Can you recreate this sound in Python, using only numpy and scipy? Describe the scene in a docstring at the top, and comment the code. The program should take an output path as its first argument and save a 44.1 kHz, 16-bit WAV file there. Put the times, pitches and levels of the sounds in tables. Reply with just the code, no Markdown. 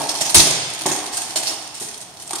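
"""Armour clanks, chatters and jingles in an echoing hall; a hard sword blow overloads the microphone.
A duller knock lands on a shield, and the two fighters in steel plate step apart on their mats.
Steel is modal synthesis: runs of random contacts excite damped plate modes and a noise tick.
Knocks, thuds, a low buffet, a step and a faint hush are shaped noise. The hall convolves steel and
knocks with decaying noise; the microphone saturates; a low-pass leaves nothing above about 16 kHz."""
import sys
import numpy as np
from scipy import signal
from scipy.fft import rfft, irfft
from scipy.io import wavfile

SR = 44100
rng = np.random.default_rng(int(sys.argv[2]) if len(sys.argv) > 2 else 0)


def dump_mix(stems):
    """Bounce the given channels to the path in sys.argv[1] as a 16-bit WAV at rate SR."""
    frames = np.atleast_2d(stems).T  # one column per channel
    limited = np.clip(frames, -1, 1)  # hard clip at full scale
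    pcm = np.round(limited * 32767).astype(np.int16)
    wavfile.write(sys.argv[1], SR, pcm)


N = 105840

# how much the fighters move: start_s, jingle_db (relative)
MOTION = [(0, -25.5), (.3, -25), (.55, -37), (.8, -28), (1.05, -30.5), (1.25, -28), (1.5, -25.5),
          (1.7, -38), (1.95, -36), (2.15, -42.5), (2.4, -30)]
# spectrum of struck steel as the microphone hears it, with a notch near 7750 Hz: frequency_hz, level_db
STEEL_AT_MICROPHONE = [(300, -31), (1000, -6), (1400, -9), (2300, -7.5), (3100, -3.5), (3900, -4),
                       (4900, -2), (6300, -1.5), (7200, -4), (7750, -13), (8400, 1), (9400, -1),
                       (10500, -8), (12500, -12.5), (15500, -36)]

LEAD = SR // 4  # samples before time 0: the scene is already under way
TIME = (np.arange(N + LEAD) - LEAD) / SR  # s
AGE = np.arange(SR // 3) / SR  # s since an impact
LEVEL_WINDOW_S = .05  # an event's level is its RMS if spread over this time
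STEEL_ALIKE, CONTACT_ALIKE, KNOCK_ALIKE = 0.036, 0.011, 0.73  # left-right correlation


def from_db(db):
    """Amplitude gain is ten to the power of decibels over twenty."""
    return 10 ** (np.asarray(db) / 20)


def event_gain(db):
    """An event of energy 1 gets the energy that this level holds over the level window."""
    return from_db(db) * np.sqrt(LEVEL_WINDOW_S * SR)


def unit(x):
    """Energy is the sum of squares: scale each channel to energy 1."""
    return x / np.sqrt(np.sum(x ** 2, axis=-1, keepdims=True) + 1e-20)


def at_hz(points, hz):
    """Hearing spaces pitch by ratios: interpolate a table on a log-frequency axis."""
    frequency, value = np.transpose(points)
    return np.interp(np.log(np.maximum(hz, 1)), np.log(frequency), value)


def pan(left_right_db):
    """Level-difference panning: left and right gains of mean power 1."""
    gains = from_db(np.array([[left_right_db], [-left_right_db]]) / 2)
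    return gains / np.sqrt(np.mean(gains ** 2))


def colour(x, points):
    """Linear filtering in the frequency domain gives a sound the tabled spectrum."""
    n = x.shape[-1]
    hz = np.arange(n + 1) * SR / (2 * n)
    return irfft(rfft(x, 2 * n) * from_db(at_hz(points, hz)))[..., :n]


def focus(x, hz, lift_db, width_ratio):
    """A resonance lifts a band round one pitch; its width is a fraction of that pitch."""
    resonator = signal.iirpeak(hz, 1 / width_ratio, fs=SR)
    return x + (from_db(lift_db) - 1) * signal.lfilter(*resonator, x)


def butterworth(x, order, hz, kind="low"):
    """A Butterworth filter passes its band with a maximally flat response."""
    return signal.sosfilt(signal.butter(order, hz, kind, fs=SR, output="sos"), x)


def add(out, s, sound):
    """Superposition: mix a sound in at a time in seconds."""
    start = max(0, LEAD + int(s * SR))
    part = sound[..., :max(0, out.shape[-1] - start)]
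    out[..., start:start + part.shape[-1]] += part


def contacts(rate, spread_db, n):
    """Random touches: a Bernoulli impulse train of uneven force and either sign."""
    force = from_db(spread_db * np.minimum(rng.exponential(1, n), 4))
    return (rng.random(n) < rate / SR) * rng.choice([-1, 1], n) * force


def stereo_noise(alike, n):
    """Mid and side noises combine into two channels of the given correlation."""
    mid, side = rng.standard_normal((2, n))
    return np.sqrt(1 + alike) * mid + np.sqrt(1 - alike) * side * np.array([[1], [-1]])


def hush():
    """A steady, diffuse sound field: coloured noise, partly alike in both channels."""
    # frequency_hz, level_db
    hush_spectrum = [(25, -38), (60, 0.5), (120, 11), (230, 6), (500, 2.5), (750, 9), (1500, -3),
                     (5000, -25), (15000, -17)]
    noise = colour(stereo_noise(KNOCK_ALIKE, len(TIME)), hush_spectrum)
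    return from_db(-47.5) * np.sqrt(len(TIME)) * unit(noise)


def plate_modes(count=260):
    """Modal vibration: decaying sines for each strong mode and many weak, quickly damped ones."""
    # strongest plate modes: frequency_hz, level_db, t60_s (nominal)
    strong_modes = [(2456, -6, 0.96), (3470, 5, .5), (3940, -33, 0.37), (4600, 2, 0.56), (5100, 9, .5),
                    (5620, -4, 0.36), (6110, 7, 0.36), (6840, 14, .5), (8400, 6, 0.3), (8690, -2, 0.34),
                    (9600, 17, 0.68)]
    fine_t60_s = 0.04 * np.exp(.5 * rng.standard_normal(count))  # median 0.04 s

    def rings(hz, db, t60):
        decay = np.exp(-np.log(1000) * AGE / t60[:, None])
        return from_db(db)[:, None] * np.sin(2 * np.pi * hz[:, None] * AGE) * decay

    fine_hz = np.linspace(1100, 15000, count) + rng.uniform(-25, 25, count)
    fine_db = at_hz(STEEL_AT_MICROPHONE, fine_hz)
    return rings(*np.transpose(strong_modes)), rings(fine_hz, fine_db, fine_t60_s)


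def touch(strong, fine):
    """Impact on a plate: a tick, and modes whose pitch and decay scale with plate size."""
    modes_db, fine_db, tick_db = -9, -1, 9
    tick_decay_s, size_spread = 0.0014, .035
    size = 1 + size_spread * rng.uniform(-1, 1)

    def struck(rings):
        # each mode gets a new random strength towards each side
        sides = stereo_noise(CONTACT_ALIKE, len(rings)) @ rings
        return unit(np.array([np.interp(AGE / size, AGE, side) for side in sides]))

    noise = colour(stereo_noise(CONTACT_ALIKE, len(AGE)), STEEL_AT_MICROPHONE)
    tick = unit(noise * np.exp(-AGE / tick_decay_s))
    return from_db(modes_db) * struck(strong) + from_db(fine_db) * struck(fine) + from_db(tick_db) * tick


def jingle(modes, count=10):
    """Random light impacts: loose plates and buckles keep touching as the fighters move."""
    rate_per_s, spread_db, pan_db = 330, 4.3, -1
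    cut_hz = 11800  # light touches are duller than blows
    n = len(TIME)
    x = 0
    for _ in range(count):
        touches = contacts(rate_per_s / count, spread_db, n)
        x = x + signal.oaconvolve(touches[None], touch(*modes), axes=-1)[:, :n]
    movement = from_db(np.interp(TIME, *np.transpose(MOTION)))
    return unit(butterworth(x, 4, cut_hz)) * np.sqrt(n) * movement * pan(pan_db)


def jostle():
    """Damped random impacts: shields and padding bump softly against the moving bodies."""
    # frequency_hz, level_db
    padding_spectrum = [(90, -28), (300, -1), (500, -13.5), (740, 1), (1100, -9), (3000, -33)]
    bumps_per_s, spread_db, relative_db = 260, 1.5, -1.5
    x = colour(contacts(bumps_per_s, spread_db, len(TIME)), padding_spectrum)
    movement_db = np.interp(TIME, *np.transpose(MOTION))
    return unit(x) * np.sqrt(len(TIME)) * from_db(relative_db + movement_db)


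def burst(points, decay_s):
    """Heavy damping: one push and a short noise shudder, through a minimum-phase colour."""
    shudder_db = 5  # against the first push
    x = from_db(shudder_db) * unit(rng.standard_normal(len(AGE)) * np.exp(-AGE / decay_s))
    x[0] += 1
    log_gain = np.log(from_db(at_hz(points, np.fft.rfftfreq(len(AGE), 1 / SR))))
    # folding the cepstrum onto positive times gives minimum phase: nothing sounds early
    causal = irfft(log_gain) * (1 + np.sign(len(AGE) // 2 - np.arange(len(AGE))))
    return unit(irfft(rfft(x) * np.exp(rfft(causal))))


def knocks():
    """Damped body resonance: each shield, padding or foot knock is a hollow crack over a low thud."""
    # start_s, knock_db, knock_pitch_hz, thud_db, thud_pitch_hz (levels relative)
    knock_events = [(-.025, -11.5, 782, -18.5, 228), (.21, -20, 756, -29, 192),
                    (0.3453, -14, 635, -14, 345), (.361, -20, 970, -13.5, 250),
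                    (.394, -18, 885, -15.5, 394), (.469, -21, 566, -24, 320), (.505, -23.5, 640, -26, 147),
                    (0.8573, -14.5, 863, -19, 250), (.868, -18.5, 730, -19, 310),
                    (.911, -20.5, 773, -20.5, 298), (1.358, -21, 793, -29.5, 303),
                    (1.813, -32, 790, -28.5, 380), (2.3085, -24.5, 864, -62, 355),
                    (2.333, -25.5, 1290, -27, 420)]
    # hollow crack before it is moved to its pitch: frequency_hz, level_db
    hollow_spectrum = [(200, -18), (500, -13.5), (630, 1.5), (780, 3.5), (1020, -7), (1300, -18),
                       (2000, -13.5), (5000, -36)]
    # frequency_hz, level_db
    thud_spectrum = [(30, -10), (70, -18), (140, -4.5), (200, -3), (290, 0.5), (370, 2), (520, -7.5),
                     (1000, -5.5), (3000, -55)]
    hollow_hz = 780  # the pitch of the hollow spectrum
    knock_decay_s, thud_decay_s = 0.0053, 0.016
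    thud_top_ratio = 1.78  # a thud dies away above this multiple of its pitch
    out = np.zeros((2, len(TIME)))
    for s, knock_db, knock_hz, thud_db, thud_hz in knock_events:
        moved = [(hz * knock_hz / hollow_hz, db) for hz, db in hollow_spectrum]
        knock = burst(moved, knock_decay_s)
        soft = butterworth(burst(thud_spectrum, thud_decay_s), 2, thud_top_ratio * thud_hz)
        thud = unit(focus(soft, thud_hz, lift_db=4, width_ratio=.7))
        add(out, s, event_gain(knock_db) * knock + event_gain(thud_db) * thud)
    return butterworth(out, 2, 76, "high")


def clanks(modes, count=2):
    """Repeated impact: plates meet at a few places and chatter in a dying run of contacts."""
    # plates clash: start_s, level_db (relative), chatter_decay_s, brightest_pitch_hz
    clank_events = [(-.02, -24.5, 0.029, 8000), (0.087, -26.5, 0.01, 5440), (.093, -21, 0.0044, 5200),
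                    (0.114, -30, .002, 5600), (.168, -27, 0.025, 6700), (.210, -20, 0.0046, 6750),
                    (.213, -18.5, 0.015, 6700), (0.254, -20.5, 0.024, 6300), (0.297, -23, 0.012, 9500),
                    (0.345, -1.5, 0.013, 9560), (.363, -4.5, 0.033, 6100), (.395, -9, 0.0089, 4730),
                    (0.47, -20.5, 0.0033, 5650), (0.508, -20.5, 0.0032, 6100), (0.861, -20, 0.004, 7300),
                    (0.866, -25.5, 0.0028, 6640), (0.879, -22, 0.043, 8200), (0.915, -21.5, 0.026, 6350),
                    (0.963, -29.5, 0.0074, 8250), (1.13, -23, 0.048, 8100), (1.170, -22, 0.0093, 8200),
                    (1.205, -27, 0.06, 8700), (1.359, -16.5, 0.017, 7150), (1.425, -23.5, 0.081, 5770),
                    (1.471, -20, .024, 5550), (1.631, -46, 0.012, 4860), (1.748, -31.5, 0.067, 7200),
                    (1.8, -25, 0.049, 9100), (1.885, -32.5, 0.0089, 6740), (1.977, -37, 0.003, 8900),
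                    (2.009, -35, 0.024, 9000), (2.197, -38, 0.028, 8100), (2.221, -35, 0.0095, 8500),
                    (2.267, -33, 0.05, 8440), (2.3085, -28.5, 0.0021, 9300), (2.3325, -26.5, 0.0028, 8400),
                    (2.354, -27, 0.0076, 8200), (2.384, -27.5, .03, 7000)]
    contacts_per_s, spread_db, rise_s = 1100, 2.9, 0.0011
    first_contact = 1.3  # amplitude
    out = np.zeros((2, len(TIME)))
    for s, db, decay_s, hz in clank_events:
        x = 0
        for _ in range(count):
            run = contacts(contacts_per_s / count, spread_db, len(AGE))
            run = run * np.exp(-AGE / decay_s) * (1 - np.exp(-AGE / rise_s))
            run[0] += first_contact
            x = x + signal.fftconvolve(run[None], touch(*modes), axes=-1)[:, :len(AGE)]
        add(out, s, event_gain(db) * unit(focus(x, hz, lift_db=7, width_ratio=0.31)))
    return out


def hall(x, early_db, wet_db, alike, count=14):
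    """Reverberation: direct sound, scattered near reflections and a tail whose top dies fastest."""
    # reverberation time: frequency_hz, t60_s
    hall_decay = [(130, 0.68), (300, 0.65), (800, 1.335), (2500, 1.73), (5000, 1), (9000, 0.84),
                  (15000, 0.22)]
    early_decay_s, wall_delay_s, early_per_s = 0.016, 0.013, 1500
    t = np.arange(SR * 3 // 2) / SR
    noise, hz = rfft(stereo_noise(alike, len(t))), np.fft.rfftfreq(len(t), 1 / SR)
    edges_hz = np.geomspace(40, SR / 2, count + 1)
    tail = 0
    for lo, hi in zip(edges_hz, edges_hz[1:]):
        band = irfft(noise * ((hz >= lo) & (hz < hi)))
        tail = tail + band * from_db(-60 * t / at_hz(hall_decay, np.sqrt(lo * hi)))
    tail = tail * (1 - np.exp(-(t / wall_delay_s) ** 2))  # the tail builds up gradually
    reflections = rng.random(len(t)) < early_per_s / SR
    early = stereo_noise(alike, len(t)) * reflections * np.exp(-t / early_decay_s)
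    response = from_db(wet_db) * unit(tail) + from_db(early_db) * unit(early)
    return x + signal.fftconvolve(x, response, axes=-1)[:, :len(TIME)]


def port_balance(steel):
    """Frequency-dependent level difference: steel as the two microphones hear it."""
    # frequency_hz, left_right_db
    balance = [(1000, 1.5), (2800, 2), (4200, -2), (5300, -7), (6600, -6.5), (8200, -1), (10000, -.5),
               (13000, -1)]
    left = colour(steel[0], [(hz, db / 2) for hz, db in balance])
    right = colour(steel[1], [(hz, -db / 2) for hz, db in balance])
    return np.array([left, right])


def boom():
    """Band-limited noise under a brief envelope: a low buffet with the hard blow, mostly right."""
    start_s, rise_s, sag_s, hold_s, release_s = .354, 0.0039, .06, .055, .012
    level_db, pan_db, alike = -20.5, -19, .1
    x = butterworth(stereo_noise(alike, len(TIME)), 2, [25, 100], "band")
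    age = TIME - start_s
    sag = np.maximum(age, 0) / sag_s
    release = np.maximum(age - hold_s, 0) / release_s  # after the hold it dies faster
    envelope = np.clip(age / rise_s, 0, 1) * np.exp(-sag - release)
    return event_gain(level_db) * unit(x * envelope) * pan(pan_db)


def free_rings(count=4):
    """Beating of close modes: a plate that swings free after a clank rings on in a cluster."""
    # start_s, level_db (relative), pitch_hz
    ring_events = [(.395, -23, 4780), (.866, -30, 6630), (.914, -27.5, 6700), (1.471, -29.5, 4450),
                   (1.471, -31, 5060)]
    t60_s, split_hz = 0.1, 33.6  # split to either side of the pitch
    out = np.zeros((2, len(TIME)))
    for s, db, hz in ring_events:
        cluster_hz = hz + split_hz * np.linspace(-1, 1, count)
        phase = rng.uniform(0, 2 * np.pi, (count, 1))
        sines = np.sin(2 * np.pi * cluster_hz[:, None] * AGE + phase)
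        x = stereo_noise(CONTACT_ALIKE, count) @ sines
        add(out, s, event_gain(db) * unit(x * np.exp(-np.log(1000) * AGE / t60_s)))
    return out


def footfall():
    """Low resonance: a heavy step after the blow sets floor and hall droning, as decaying band noise."""
    start_s, decay_s, level_db = .495, .15, -33
    age = np.maximum(TIME - start_s, 0)
    push = stereo_noise(KNOCK_ALIKE, len(TIME)) * (age > 0) * np.exp(-age / decay_s)
    return event_gain(level_db) * unit(butterworth(push, 2, [115, 165], "band"))


def scene():
    """Superposition: armour and knocks in the hall, with buffet, step and faint hush."""
    modes = plate_modes()
    dry_steel = clanks(modes) + free_rings() + jingle(modes)
    steel = port_balance(hall(dry_steel, early_db=0, wet_db=-5.5, alike=STEEL_ALIKE))
    dull = hall(knocks() + jostle(), early_db=-4.5, wet_db=-1, alike=KNOCK_ALIKE)
    mix = from_db(-6.5) * steel + from_db(-13.5) * dull + boom() + footfall() + hush()
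    return mix[:, LEAD:]


def record(dry):
    """Saturation: the microphone overloads; a steep low-pass leaves nothing above about 16 kHz."""
    stop_hz = 15700 + 600  # 60 dB down from here
    low_pass = signal.cheby2(14, 60, stop_hz, fs=SR, output="sos")
    return signal.sosfilt(low_pass, np.tanh(dry))


dry = scene()
out = record(dry)
dump_mix(out)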